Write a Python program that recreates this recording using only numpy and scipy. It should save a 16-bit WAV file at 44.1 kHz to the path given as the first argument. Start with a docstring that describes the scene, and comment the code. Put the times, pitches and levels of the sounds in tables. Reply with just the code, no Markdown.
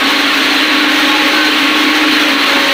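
"""Spinning frame at full speed

A ring spinning frame runs in a textile mill, heard from the aisle beside the spindles.
Spindle groups at slightly different speeds hum and beat, each a sine under a ladder of flickering overtones.
Shaped noise makes the travellers' roar and hiss, a comb of noise lines the sizzle of the nearest spindle.
Narrow noise bands ring in the frame, and short decaying sines patter as chinks."""
import sys
import numpy as np
from scipy import signal
from scipy.fft import rfft, irfft, next_fast_len
from scipy.io import wavfile
from scipy.ndimage import uniform_filter1d, minimum_filter1d

SR = 44100
rng = np.random.default_rng(int(sys.argv[2]) if len(sys.argv) > 2 else 0)


def master_out(mix):
    """Clip the mix to full scale and print it as 16-bit PCM to the path in sys.argv[1]."""
    frames = np.transpose(np.atleast_2d(mix))
    ceiling = np.clip(frames, -1, 1)
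    pcm = np.round(ceiling * 32767).astype(np.int16)
    wavfile.write(sys.argv[1], SR, pcm)


N = 120393  # length in samples
OVERTONE_FLICKER_DB = 4.5


def undb(db):
    """Decibels to gain."""
    return 10 ** (np.asarray(db) / 20)


def curve(rows):
    """Straight lines in time through (start_s, value) rows."""
    times, values = np.array(rows, float).T
    return np.interp(np.arange(N) / SR, times, values)


def db_at(hz, rows):
    """Level read from (pitch_hz, level_db) rows on a log-frequency axis."""
    row_hz, row_db = np.array(rows, float).T
    return np.interp(np.log(np.maximum(hz, 1)), np.log(row_hz), row_db)


def noise(gain):
    """Noise of rms 1 whose spectrum follows gain(hz)."""
    size = next_fast_len(N)
    hz = np.arange(size // 2 + 1) * SR / size
    spectrum = rfft(rng.standard_normal(size)) * gain(hz)
    shaped = irfft(spectrum, size)[:N]
    return shaped / shaped.std()


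def walk(rate_hz):
    """Smooth random drift around zero, of spread about 1, heading for rate_hz new values a second."""
    steps = np.arange(N) / SR * rate_hz + rng.random()
    drift = np.interp(steps, np.arange(512), rng.standard_normal(512))
    return uniform_filter1d(drift, int(SR / rate_hz / 2)) * np.sqrt(2)


def shaft(hz, waver_share):
    """Angle of a spindle (radians) whose speed wavers a little."""
    speed = hz * (1 + waver_share * walk(10))
    return 2 * np.pi * np.cumsum(speed) / SR


def tone(angle, db):
    """A sine at the given rms level, from a random phase."""
    return np.sqrt(2) * undb(db) * np.sin(angle + 2 * np.pi * rng.random())


def overtones(angle, hz, rows):
    """Multiples 2 to 14 of a spindle's turn, each flickering in level on its own."""
    ladder = 0
    for k in range(2, 15):
        flicker_db = OVERTONE_FLICKER_DB * (walk(7.02) - .5)
        ladder = ladder + tone(k * angle, db_at(k * hz, rows) + flicker_db)
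    return ladder


def resonance(centre_hz, width_hz):
    """One narrow resonance: noise of rms 1, its gain halved at the edges of the width."""
    return noise(lambda hz: 1 / (1 + ((hz - centre_hz) / (width_hz / 2)) ** 2))


def frame():
    """Narrow resonances of the frame, shaken by the drive, and a whine that comes and goes."""
    # ringing of frame and drive: centre_hz, width_hz, level_db
    rings = [(229.3, 11, -37.5), (345, 28, -34), (450.6, 8.5, -38), (560, 28, -37), (777, 10, -38),
             (1386, 40, -34)]
    # swell of the whine: start_s, level_db
    whine_level = [(0, -34), (.2, -31), (.36, -26), (.5, -35), (.7, -29), (.9, -33), (1.17, -21),
                   (1.3, -26), (1.5, -30), (1.76, -24), (1.95, -31), (2.1, -37), (2.22, -28), (2.4, -27.5),
                   (2.73, -30)]
    ringing = sum(undb(db) * resonance(hz, width_hz) for hz, width_hz, db in rings)
    whine = undb(curve(whine_level)) * resonance(1090.4, 24)
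    return ringing + whine


def other_spindles():
    """Slower groups: their hums merge into one throbbing drone under their overtones."""
    # spindle groups: turns_hz, relative hum_db, overtones_db, waver of the overtones' speed (share)
    groups = [(274.6, 0, -34.5, 0.00123), (279.4, 0, -23.5, .0012), (286.2, -1, -30, 0.00212),
              (270.6, -8.5, -29, 0.00299)]
    # colour of their overtones: pitch_hz, relative level_db
    group_colour = [(550, -4), (830, -3), (1100, 1), (1400, -2.5), (1660, -5), (2000, -7.5), (3000, -10),
                    (4100, -6.5), (5000, -22)]
    # throb of the joint hum as the groups beat, before a lift: start_s, level_db
    throb = [(0.0, -37), (0.03, -16.5), (0.07, -16.5), (0.1, -27.5), (0.27, -19), (0.33, -33),
             (0.36, -18.5), (0.49, -25), (0.61, -17.5), (0.67, -33), (0.74, -18.5), (0.8, -26), (0.84, -18),
             (0.96, -21.5), (0.99, -26), (1.04, -18), (1.19, -29), (1.26, -16), (1.31, -31), (1.42, -27),
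             (1.6, -25.5), (1.63, -16.5), (1.76, -28.5), (1.88, -16.5), (1.93, -27), (2.14, -19.5),
             (2.28, -24.5), (2.34, -18.5), (2.53, -27.5), (2.56, -16.5), (2.65, -30), (2.73, -22)]
    throb_lift_db = 1.5
    hum_waver_share, depth_floor = 0.00215, 0.52

    hum, ladders = 0, 0
    for hz, hum_db, overtone_db, waver_share in groups:
        ladder = overtones(shaft(hz, waver_share), hz, group_colour)
        ladders = ladders + undb(overtone_db) * ladder / ladder.std()
        phase = shaft(hz, hum_waver_share) + 2 * np.pi * rng.random()
        hum = hum + undb(hum_db) * np.exp(1j * phase)
    # even out the swell of the beats, so that the throb curve leads
    drone = np.sqrt(2) * hum.real / np.hypot(abs(hum), depth_floor)
    return drone * undb(curve(throb) + throb_lift_db) + ladders


def chinks():
    """Travellers chink on their rings: a dense patter of short decaying sines at random pitches."""
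    chinks_per_s, t60_s, attack_s = 260, 0.12, 0.002
    low_hz, high_hz = 999.6, 4408
    scatter_db, patter_db = 3.5, -20.5

    t = np.arange(SR // 6) / SR
    envelope = np.exp(-np.log(1000) * t / t60_s) * (1 - np.exp(-t / attack_s))
    # room for one ring ahead of the start and one past the end; the count is for the heard length
    patter = np.zeros(N + 2 * len(t))
    for when, pitch, size in rng.random((int(chinks_per_s * N / SR), 3)):
        hz = low_hz + pitch * (high_hz - low_hz)
        start = int(when * (N + len(t)))
        # most chinks are soft, a few stand out
        loudness = undb(scatter_db * min(-np.log(1 - size), 3))
        patter[start:start + len(t)] += loudness * envelope * np.sin(2 * np.pi * hz * t)
    patter = patter[len(t):len(t) + N]
    return undb(patter_db) * patter / patter.std()


def fluttering(rows):
    """Noise of rms 1 with the spectrum of a table, whose octaves flutter separately."""
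    # centres of the overlapping bands: pitch_hz
    octaves = [60, 250, 500, 1000, 2000, 4000, 8000, 16000]
    flutter_db, flutter_hz = 0.42, 23.83

    size = next_fast_len(N)
    hz = np.arange(size // 2 + 1) * SR / size
    spectrum = rfft(rng.standard_normal(size)) * undb(db_at(hz, rows))
    total = 0
    for band in np.eye(len(octaves)):
        # each band fades linearly into its neighbours
        part = irfft(spectrum * np.interp(hz, octaves, band), size)[:N]
        total = total + part * undb(flutter_db * walk(flutter_hz))
    return total / total.std()


def sizzle_comb(hz):
    """The nearest spindle sizzles once a turn: blurred spectral lines at multiples of its speed."""
    # colour of the sizzle: pitch_hz, relative level_db
    sizzle_colour = [(3000, -22), (5700, 4), (6600, -2), (7200, -5), (8500, -8), (9600, -9), (12300, -11),
                     (13300, -7), (14140, -6), (14440, 6), (14740, -2), (15400, -4)]
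    turns_hz, spread_share = 300.9, 0.00077
    multiple = np.maximum(np.round(hz / turns_hz), 1) * turns_hz
    blur = 1 / (1 + ((hz / multiple - 1) / (2 * spread_share)) ** 2)
    return undb(db_at(hz, sizzle_colour)) * blur


def travellers():
    """Roar of hundreds of ring travellers, belts and air, hiss of the close ones, sizzle of the nearest."""
    # colour of the roar: pitch_hz, relative level_db per Hz
    roar_colour = [(25, -24), (60, -21), (130, -26.5), (190, -12.5), (250, -5.5), (400, -2.5), (520, -4),
                   (680, -7), (900, -3.5), (1200, -4), (1550, 0), (2200, .5), (3200, -1), (3700, -4),
                   (4100, -2.5), (4500, -9.5), (4900, -16.5), (6000, -32.5), (8000, -24), (16000, -48)]
    # colour of the hiss of yarn and travellers close by: pitch_hz, relative level_db per Hz
    hiss_colour = [(1000, -11), (3000, -0.5), (5000, 0.5), (5900, 2), (6500, -0.5), (6900, -6.5),
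                   (8000, -15.5), (9800, -9), (12000, -12.5), (13000, -12), (14400, -6), (15500, -7.5)]
    # level swings of hiss and sizzle, which the roar follows in part: start_s, level_db
    treble_swing = [(0, -1.5), (.07, 2), (.17, -.5), (.3, 0), (.59, 0.5), (.66, -.7), (.9, -0.3),
                    (1.33, .5), (1.62, 0), (1.95, -.7), (2.15, 0.5), (2.32, 1), (2.38, -4), (2.44, 1.5),
                    (2.5, 0), (2.55, 2.5), (2.63, -1), (2.7, 1.5)]
    roar_follows = 0.76  # share of the swings
    roar_db, hiss_db, sizzle_db = -12.5, -26.5, -39.5
    roar_flutter_db, hiss_flutter_db = 0.26, 1

    swing_db = curve(treble_swing)
    flutter = walk(31.93)
    roar_level_db = roar_db + roar_follows * swing_db + roar_flutter_db * flutter
    roar = fluttering(roar_colour) * undb(roar_level_db)
    hiss = fluttering(hiss_colour) * undb(hiss_db)
    sizzle = noise(sizzle_comb) * undb(sizzle_db)
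    return roar + (hiss + sizzle) * undb(swing_db + hiss_flutter_db * flutter)


def near_spindles():
    """The closest group: a strong unbalance hum, once a turn, and its overtones."""
    # speed before its waver: start_s, turns_hz
    near_speed = [(0, 305), (.87, 305.3), (1.47, 305.3), (2.06, 306), (2.73, 305.9)]
    # hum, changing as the listener moves along the aisle: start_s, level_db
    near_hum = [(0, -35), (.14, -22), (.35, -28), (.55, -22), (.85, -19), (1.05, -19), (1.22, -18),
                (1.32, -22), (1.43, -16), (1.53, -22), (1.75, -18), (1.88, -17.5), (2.08, -15), (2.3, -20),
                (2.44, -29), (2.6, -23), (2.73, -29)]
    # overtones before their flicker: pitch_hz, level_db
    near_colour = [(611, -39.5), (916, -38), (1222, -34), (1527, -29), (1833, -33), (2139, -31.5),
                   (2444, -36), (3055, -44), (4000, -41), (5000, -63)]
    speed = curve(near_speed)
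    angle = shaft(speed, 0.00041)
    hum = tone(angle, curve(near_hum))
    return hum + overtones(angle, speed.mean(), near_colour)


def scene():
    """All the machinery, the same in both ears."""
    mono = frame() + other_spindles() + chinks() + travellers() + near_spindles()
    return np.array([mono, mono])


def record(dry):
    """A fast limiter holds the highest peaks, then a steep low-pass cuts the top."""
    ceiling, limiter_s, top_hz = 0.93, 0.0033, 15500
    size = max(int(limiter_s * SR), 3)
    needed = ceiling / np.maximum(abs(dry), ceiling)
    # hold the lowest gain around each peak, then smooth it
    gain = uniform_filter1d(minimum_filter1d(needed, 2 * size), size)
    low_pass = signal.ellip(10, .2, 80, top_hz, fs=SR, output="sos")
    return signal.sosfilt(low_pass, dry * gain)


dry = scene()
out = record(dry)
master_out(out)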